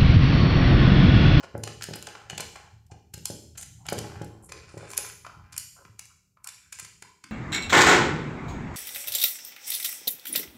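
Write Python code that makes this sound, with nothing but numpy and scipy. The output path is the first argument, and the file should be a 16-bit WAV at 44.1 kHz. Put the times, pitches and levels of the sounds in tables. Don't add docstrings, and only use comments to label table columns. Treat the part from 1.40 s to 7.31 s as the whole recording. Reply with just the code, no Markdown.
import sys
import numpy as np
from scipy import signal
from scipy.fft import rfft, irfft
from scipy.io import wavfile
from scipy.ndimage import uniform_filter1d

SR = 44100
rng = np.random.default_rng(int(sys.argv[2]) if len(sys.argv) > 2 else 0)


def wav_out(sig):
    wavfile.write(sys.argv[1], SR, np.round(np.clip(np.atleast_2d(sig).T, -1, 1) * 32767).astype(np.int16))


N = 260631

# (time [s], length [s], relative level [dB], centre [Hz], width [octaves])
RUBS = [(0, 0.058, -50, 770, 4.3), (0.681, 0.22, -55.5, 1050, 2), (1.004, 0.39, -64, 1470, 2.5),
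        (1.191, 0.1, -59, 1170, 1.9), (1.498, 0.069, -56.5, 750, 0.48), (1.51, .028, -57.5, 3350, 2.3),
        (2.17, 0.071, -44, 7900, 0.81), (2.377, 0.17, -59.5, 880, 0.73), (2.527, 0.12, -53, 805, 0.84),
        (2.559, 0.31, -52, 1360, 2.33), (2.882, 0.18, -61, 603, 2.3), (3.02, 0.06, -55, 9500, .6),
        (3.08, 0.11, -55, 400, 0.77), (3.081, 0.31, -57.5, 1600, 2.8), (3.268, 0.27, -61.5, 7740, 0.76),
        (3.36, 0.39, -52.5, 1100, 3.3), (3.489, 0.07, -48, 4700, 3.2), (3.836, 0.193, -56, 1093, 0.77),
        (4.005, 0.24, -65, 1437, 2.16), (4.358, 0.0397, -56.5, 930, 1.2), (4.38, 0.058, -58.5, 592, 2),
        (4.696, 0.025, -62.5, 1260, 0.52), (4.977, 0.058, -73, 1040, 0.56), (5.043, 0.047, -53, 1150, 0.91),
        (5.159, 0.14, -66.5, 1870, 1.1), (5.312, 0.16, -53, 6550, 1.1), (5.64, 0.088, -59.5, 958, 0.18),
        (5.841, 0.039, -60, 230, 0.68)]
# (frequency [Hz], width [Hz], gain at socket [dB], gain at switch [dB])
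BRASS_MODES = [(810, 99, 10, -20.5), (1046, 50, 5.5, 3.5), (1440, 420, 2.5, 1.5), (1998, 76, -8, -4),
               (2357, 225, -7, 0.5), (2994, 450, -8, -17), (3636, 24, -30, -3), (4250, 130, -2.5, -7.5),
               (4570, 53, -10.5, -4), (5380, 1030, 0, -2.5), (6230, 550, 2.5, -4.5), (7160, 870, 12.5, 6.5),
               (8590, 200, 6.5, 2), (9140, 330, 0, 0), (9770, 67, -18, 4), (10760, 300, 3, -3),
               (12160, 480, 1.5, -17.5), (12100, 170, -7.5, -18), (14600, 500, 0.5, -10)]
# (frequency [Hz], width [Hz], gain [dB])
BOARD_MODES = [(107, 14, 3.5), (162, 51, 4), (217.3, 23, -1.5), (353, 120, 0), (449, 94, 3),
               (561.4, 56, 8.5), (707, 93, 5), (824, 17, 8.5), (1040, 90, -21), (1354, 140, -6.5)]
# (time [s], relative level [dB])
LEANING = [(0, -58), (.25, -58), (.38, -51), (.72, -63), (.97, -51), (1.33, -61), (1.51, -58),
           (1.81, -55.5), (1.92, -54), (2.29, -51), (2.6, -46.5), (3.42, -54.5), (3.8, -59.5),
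           (4.07, -51.5), (4.229, -60), (4.9, -71), (5.6, -62.5), (5.91, -90)]
# (frequency [Hz], relative spectral level [dB])
AIR_SPECTRUM = [(25, -20), (70, 7.5), (180, -6.5), (350, -3.5), (700, -18), (3500, -47.5), (9000, -22),
                (14000, -17.5), (16000, -29)]
# (frequency [Hz], gain [dB], t60 [s])
ROOM_RING = [(100, -18.5, 0.94), (260, 1.5, 0.87), (566, -2.5, 0.49), (1490, -4.5, 0.48),
             (3130, -0.5, 0.59), (5400, -2.5, 0.66), (7500, -6.5, 0.65), (10500, -7, 0.48),
             (15000, -10, 0.75)]
# (frequency [Hz], relative gain [dB], t60 [s])
ROOM_MODES = [(59, -19, 0.82), (80, -2.5, 0.31), (83.5, 3.5, 0.36), (110.7, 7, 0.64), (130, -31.5, 0.9),
              (151.7, 3, 0.46), (179.6, -13.5, 0.44), (214.2, -6, 0.48), (360.6, -2, 0.58),
              (383, -5.5, 0.57), (407, 2.5, 0.97), (527, -3, 0.13), (710, -20.5, 0.25), (883, -14, 0.23),
              (1855, -13.5, 0.26)]
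CLICK_BANDS_HZ = [700, 1900, 4500, 8500, 15500]
SCREW = [-2, 0.5, 2.5, -4]
SOCKET = [-5.5, 2, 0.5, -10.5]
SWITCH = [-4, -1.5, 2, -4.5]
# (time [s], length [ms], level [dB], brightness [dB/octave], part struck)
CLICKS = [(0.0373, 18, -40, -5.5, SCREW), (0.1797, 1.8, -50.5, 11, SCREW), (0.2378, 3, -30.5, 2, SCREW),
          (.2765, 2.8, -35, -2.5, SCREW), (.412, 2.4, -41, -5, SCREW), (0.424, 2.6, -32, 1, SOCKET),
          (0.4346, 1.4, -39, 6, SCREW), (.441, 2.4, -33, 2, SCREW), (0.5378, 4.2, -33.5, -1, SOCKET),
          (.5586, 5.9, -39, 16, SCREW), (0.6267, 0.75, -38.5, 2.5, SCREW),
          (0.6713, 3.4, -35.5, -0.5, SCREW), (.6883, 2.3, -44.5, 0, SOCKET),
          (0.754, 4.3, -38.5, -9, SOCKET), (.9003, 2.6, -32, -1, SOCKET), (0.908, 2, -42, -1.5, SCREW),
          (0.9326, 1.6, -41.5, -10, SOCKET), (0.9804, 2.7, -29.5, 2, SOCKET),
          (1.0001, 1.8, -34.5, -6, SOCKET), (1.007, 5.6, -29.5, 2, SCREW), (1.1597, 5.5, -39, -4.5, SCREW),
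          (1.1723, 2.3, -47.5, -7, SOCKET), (1.467, 4, -65.5, 8.5, SOCKET), (1.518, 7.2, -51, -7.5, SOCKET),
          (1.741, 5, -36, 3, SCREW), (1.8569, 1.56, -25, 5.5, SCREW), (2.1572, 9.2, -54, -3.5, SOCKET),
          (2.1795, 7.5, -36, 3.5, SCREW), (2.1928, 4.4, -53.5, -9.5, SCREW), (2.213, 1.5, -42, 4.5, SCREW),
          (2.231, 4.6, -39.5, 3, SCREW), (2.4583, 6.1, -45.5, -5.5, SCREW), (2.4672, 1.5, -40, 1.5, SCREW),
          (2.4887, 3.4, -27.5, -1, SOCKET), (2.4997, 1.5, -39.5, 15, SCREW), (2.529, 5.3, -34, 7.5, SCREW),
          (2.582, 2.3, -39, 1, SOCKET), (2.589, 3.7, -32, 3, SCREW), (2.82, 5.4, -45, -1, SCREW),
          (2.846, 2.3, -49.5, 7, SCREW), (3.0951, 9.2, -46, -1, SWITCH), (3.1222, 3.4, -35.5, -1.5, SWITCH),
          (3.3782, 5.8, -44, -2.5, SWITCH), (3.516, 3.7, -41, 6, SWITCH),
          (3.5357, 1.3, -36.5, -2.5, SWITCH), (3.5716, 5.8, -34.5, 5, SWITCH),
          (3.5783, 0.88, -24, 4, SWITCH), (3.6495, 4.4, -39, -6, SWITCH), (3.7003, 0.95, -42, -2.5, SWITCH),
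          (3.85, 3.5, -39.5, -10, SWITCH), (3.867, 3.9, -40, -6, SWITCH), (4.1279, 6.8, -42.5, 1, SWITCH),
          (4.1426, 2, -47.5, -3, SWITCH), (4.1658, 1.2, -38, 1.5, SWITCH), (4.18, 2.3, -25.5, 7.5, SWITCH),
          (4.4523, 3.3, -47.5, -6.5, SWITCH), (4.5943, 2.5, -36, 3.5, SWITCH),
          (4.9724, 3.6, -56, -11.5, SWITCH), (5.0449, 3, -39.5, 6.5, SWITCH),
          (5.0742, 2.9, -34.5, 4, SWITCH), (5.09, 4.4, -37, 2.5, SWITCH), (5.3277, 5.4, -35, 1.5, SWITCH),
          (5.3891, 1.5, -41, 0, SWITCH), (5.3986, 4.9, -34, 2.5, SWITCH), (5.4499, 4.6, -40.5, 1, SWITCH),
          (5.625, 3, -40, -.5, SWITCH), (5.8418, 3, -41.5, -2, SWITCH)]
KNOCK_BANDS_HZ = [60, 220, 550, 1400]
KNOCK_SHAPE_DB = [-3, -2, -6.5]
# (time [s], relative level [dB], brightness [dB/octave])
KNOCKS = [(0.0399, -47, 5), (0.1451, -44, -3), (0.1518, -33, 1.5), (.179, -44, -11), (0.2351, -43, -7.5),
          (.272, -44.5, 2.5), (0.4882, -39.5, -1), (0.508, -40.5, -0.5), (0.5584, -46.5, 4.5),
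          (.678, -45.5, 7.5), (0.9089, -51, 4), (0.9297, -43.5, -3), (0.9807, -46, 5), (1.001, -44.5, 3),
          (1.34, -52, -30), (1.5206, -47, -5), (1.7439, -46, -8.5), (1.7779, -45, -5), (1.9027, -38, .5),
          (2.4911, -45, -3.5), (2.525, -28.5, 3.5), (2.583, -38, -3), (2.645, -41, 2), (2.767, -41, -14),
          (2.816, -35, -1), (2.845, -50, -2), (3.344, -45, -1), (3.372, -41, 0), (3.431, -46, 5.5),
          (3.587, -45.5, 5.5), (3.867, -52.5, 8), (3.973, -53, -8), (4.454, -58, -4.5),
          (4.495, -53.5, -22.5), (5.4263, -56.5, -6), (5.6247, -58, 2), (5.841, -67, -5)]
# (frequency [Hz], twice the width [Hz], relative level [dB])
SNAP_MODES = [(6940, 290, -11), (7350, 400, -19.5), (10920, 160, -8), (11900, 300, -12), (14700, 900, -11)]

AT_SWITCH_S = 3.0
TOP_HZ = 15700


def undb(db):
    return 10 ** (np.asarray(db) / 20)


def level(x, db):
    return x * undb(db) / np.sqrt(np.mean(x ** 2) + 1e-20)


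def contour(size, hz, values):
    return np.interp(np.log(np.fft.rfftfreq(size, 1 / SR) + 1), np.log(hz), values)


def colour(x, hz, db):
    return irfft(rfft(x) * undb(contour(len(x), hz, db)), len(x))


def resonate(x, modes):
    f = np.fft.rfftfreq(len(x), 1 / SR)
    response = sum(undb(db) * 1j * f * w / (hz ** 2 - f ** 2 + 1j * f * w) for hz, w, db in modes)
    return irfft(rfft(x) * response, len(x))


def band_levels(edges, shape_db, db, brightness):
    octaves = np.log2(np.array(edges[1:]) * np.array(edges[:-1])) / 2
    shares = np.array(shape_db) + brightness * octaves
    return db + shares - 10 * np.log10(np.sum(undb(shares) ** 2))


def balance(x, edges, db, span_s):
    edges = np.array(edges, float)
    centres = np.sqrt(edges[1:] * edges[:-1])
    cuts = (edges * len(x) / SR).astype(int)
    for _ in range(2):
        power = np.add.reduceat(np.abs(rfft(x)) ** 2, cuts)[:-1] * 2 / (len(x) * span_s * SR)
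        x = colour(x, centres, np.array(db) - 10 * np.log10(power + 1e-20))
    return x


def add(out, s, x):
    start = min(int(s * SR), N)
    first, last = max(start, 0), min(start + len(x), N)
    out[first:last] += x[first - start:last - start]


def skin_slips(size, per_s, spread_db=-0.5):
    slipping = rng.random(size) < per_s / SR
    strength = rng.standard_normal(size)
    return slipping * strength * undb(spread_db * np.minimum(rng.exponential(size=size), 4))


def finger_pressure(size, hold_s=0.013, uneven_db=3):
    presses = rng.standard_normal(256)
    moments = np.arange(size) / SR / hold_s
    return undb(uneven_db * np.interp(moments, np.arange(len(presses)), presses))


def gripped_brass(s, detune=0.014, scatter_db=2):
    hz, width, socket_db, switch_db = np.transpose(BRASS_MODES)
    shift, favour = rng.standard_normal((len(hz), 2)).T
    db = socket_db if s < AT_SWITCH_S else switch_db
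    return zip(hz * (1 + detune * shift), width, db + scatter_db * favour)


def finger_rubs(skin_db=-22, board_db=-8, gain_db=-2):
    out, longest = np.zeros(N), 16384
    for s, length_s, db, centre_hz, octaves in RUBS:
        size = min(int(length_s * SR), longest)
        slips = skin_slips(longest, per_s=750 * np.sqrt(centre_hz / 970)) * finger_pressure(longest)
        brass = resonate(slips, gripped_brass(s))
        board = undb(board_db) * resonate(slips, BOARD_MODES)
        band_hz = np.minimum(centre_hz * 2 ** (np.array([-.5, .5]) * octaves), TOP_HZ)
        bandpass = signal.butter(3, band_hz, "band", fs=SR, output="sos")
        rub = signal.sosfilt(bandpass, brass + board + undb(skin_db) * slips)
        add(out, s, level(rub[:size] * signal.windows.tukey(size, .35), db))
    return out * undb(gain_db)


def leaning_hands(gain_db=-6):
    rumble = colour(rng.standard_normal(N), hz=[25, 55, 80, 115, 170, 300, 800],
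                    db=[-22.5, -4.5, -0.5, -6, -8.5, -26.5, -57])
    weight_db = np.interp(np.arange(N) / SR, *np.transpose(LEANING))
    return level(rumble, gain_db) * undb(weight_db)


def room_tone(air_db=-80, hum_hz=187, hum_db=-82.5):
    air = colour(rng.standard_normal(N), *np.transpose(AIR_SPECTRUM))
    hum = np.sin(2 * np.pi * hum_hz * np.arange(N) / SR)
    return level(air, air_db) + level(hum, hum_db)


def bare_walls(x, gap_s=0.0013, build_s=0.0064, modes_db=-61):
    t = np.arange(SR) / SR
    hz, db, t60 = np.transpose(ROOM_RING)
    noise, tail = rfft(rng.standard_normal(len(t))), 0
    build = 1 - np.exp(-np.maximum(t - gap_s, 0) / build_s)
    for k in range(len(hz)):
        fade = undb(-60 * t / t60[k]) * build
        band = irfft(noise * contour(len(t), hz, np.eye(len(hz))[k]), len(t))
        tail = tail + undb(db[k]) * band * fade / np.sqrt(np.sum(fade ** 2))
    waves = sum(undb(mode_db - 60 * t / mode_t60) * np.cos(2 * np.pi * mode_hz * t)
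                for mode_hz, mode_db, mode_t60 in ROOM_MODES)
    return signal.fftconvolve(x, tail + undb(modes_db) * waves)[:N]


def wire_clicks(crack_db=-17, swell_db=-18, swell_s=0.004, chatter_db=-15, chatter_s=0.012,
                lead_s=0.00067):
    out, t = np.zeros(N), (np.arange(4096) - 512) / SR
    swell = undb(swell_db) * (t <= 0) * np.exp(-np.abs(t) / swell_s)
    chatter = undb(chatter_db) * (t > 0) * np.exp(-np.abs(t) / chatter_s)
    for s, length_ms, db, brightness, part in list(CLICKS) + wire_creeps():
        width_s = np.where(t < 0, .35, .72) * max(length_ms, .5) / 1000
        burst = np.exp(-.5 * (t / width_s) ** 2)
        force = rng.standard_normal(len(t)) * (swell + burst + chatter)
        tick = resonate(force, gripped_brass(s)) + undb(crack_db) * force
        tick = colour(tick, hz=[200, 500, 800, 11500, 15500], db=[-25.5, -7, -9, 11, -4])
        band_db = band_levels(CLICK_BANDS_HZ, part, db, brightness)
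        add(out, s + t[0] - lead_s, balance(tick, CLICK_BANDS_HZ, band_db, span_s=.005))
    return out


def rattle(envelope):
    spectrum = rfft(rng.standard_normal(len(envelope)) * envelope)
    contacts = irfft(spectrum / np.sqrt(np.abs(spectrum) + 1e-12), len(envelope))
    local_rms = np.sqrt(np.abs(uniform_filter1d(contacts ** 2, size=64)) + 1e-12)
    return envelope * contacts / local_rms


def board_knocks(push_s=0.0045, thud_db=-16, lead_s=0.0015, gain_db=-1):
    out, t = np.zeros(N), (np.arange(8192) - 1024) / SR
    for s, db, brightness in KNOCKS:
        force = rattle((t > 0) * np.exp(-np.abs(t) / push_s))
        body = resonate(force, BOARD_MODES) + undb(thud_db) * force
        body = colour(body, hz=[30, 75, 870, 1050, 1600, 2600, 8000],
                      db=[-25, -5, -6, -9.5, -4.5, -17.5, -50.5])
        band_db = band_levels(KNOCK_BANDS_HZ, KNOCK_SHAPE_DB, db, brightness)
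        add(out, s + t[0] - lead_s, balance(body, KNOCK_BANDS_HZ, band_db, span_s=.02))
    return out * undb(gain_db)


def wire_creeps(wait_s=0.033, creep_db=-18.5, scatter_db=3):
    chance = rng.standard_normal((len(CLICKS), 3))
    return [(s + wait_s * np.hypot(a, b), length_ms / 2, db + creep_db + scatter_db * c, brightness, part)
            for (s, length_ms, db, brightness, part), (a, b, c) in zip(CLICKS, chance)]


def wire_snap(at_s=3.5763, level_db=-24, hold_s=0.0032, damp_s=0.0007, after_db=-14):
    out, t = np.zeros(N), np.arange(441) / SR
    ring = sum(undb(db) * np.exp(-np.pi * w * t / 2) * np.sin(2 * np.pi * hz * t)
               for hz, w, db in SNAP_MODES)
    rise = np.minimum(t / hold_s * 2, 1)
    damping = np.exp(-np.maximum(t - hold_s, 0) / damp_s) + undb(after_db)
    add(out, at_s, level(ring * rise * damping, level_db))
    return out


def scene():
    handwork = wire_clicks() + wire_snap() + board_knocks() + finger_rubs() + leaning_hands()
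    return (handwork + bare_walls(handwork) + room_tone())[None]


def record(dry):
    return signal.sosfilt(signal.ellip(10, .2, 80, TOP_HZ, fs=SR, output="sos"), dry)


dry = scene()
out = record(dry)
wav_out(out)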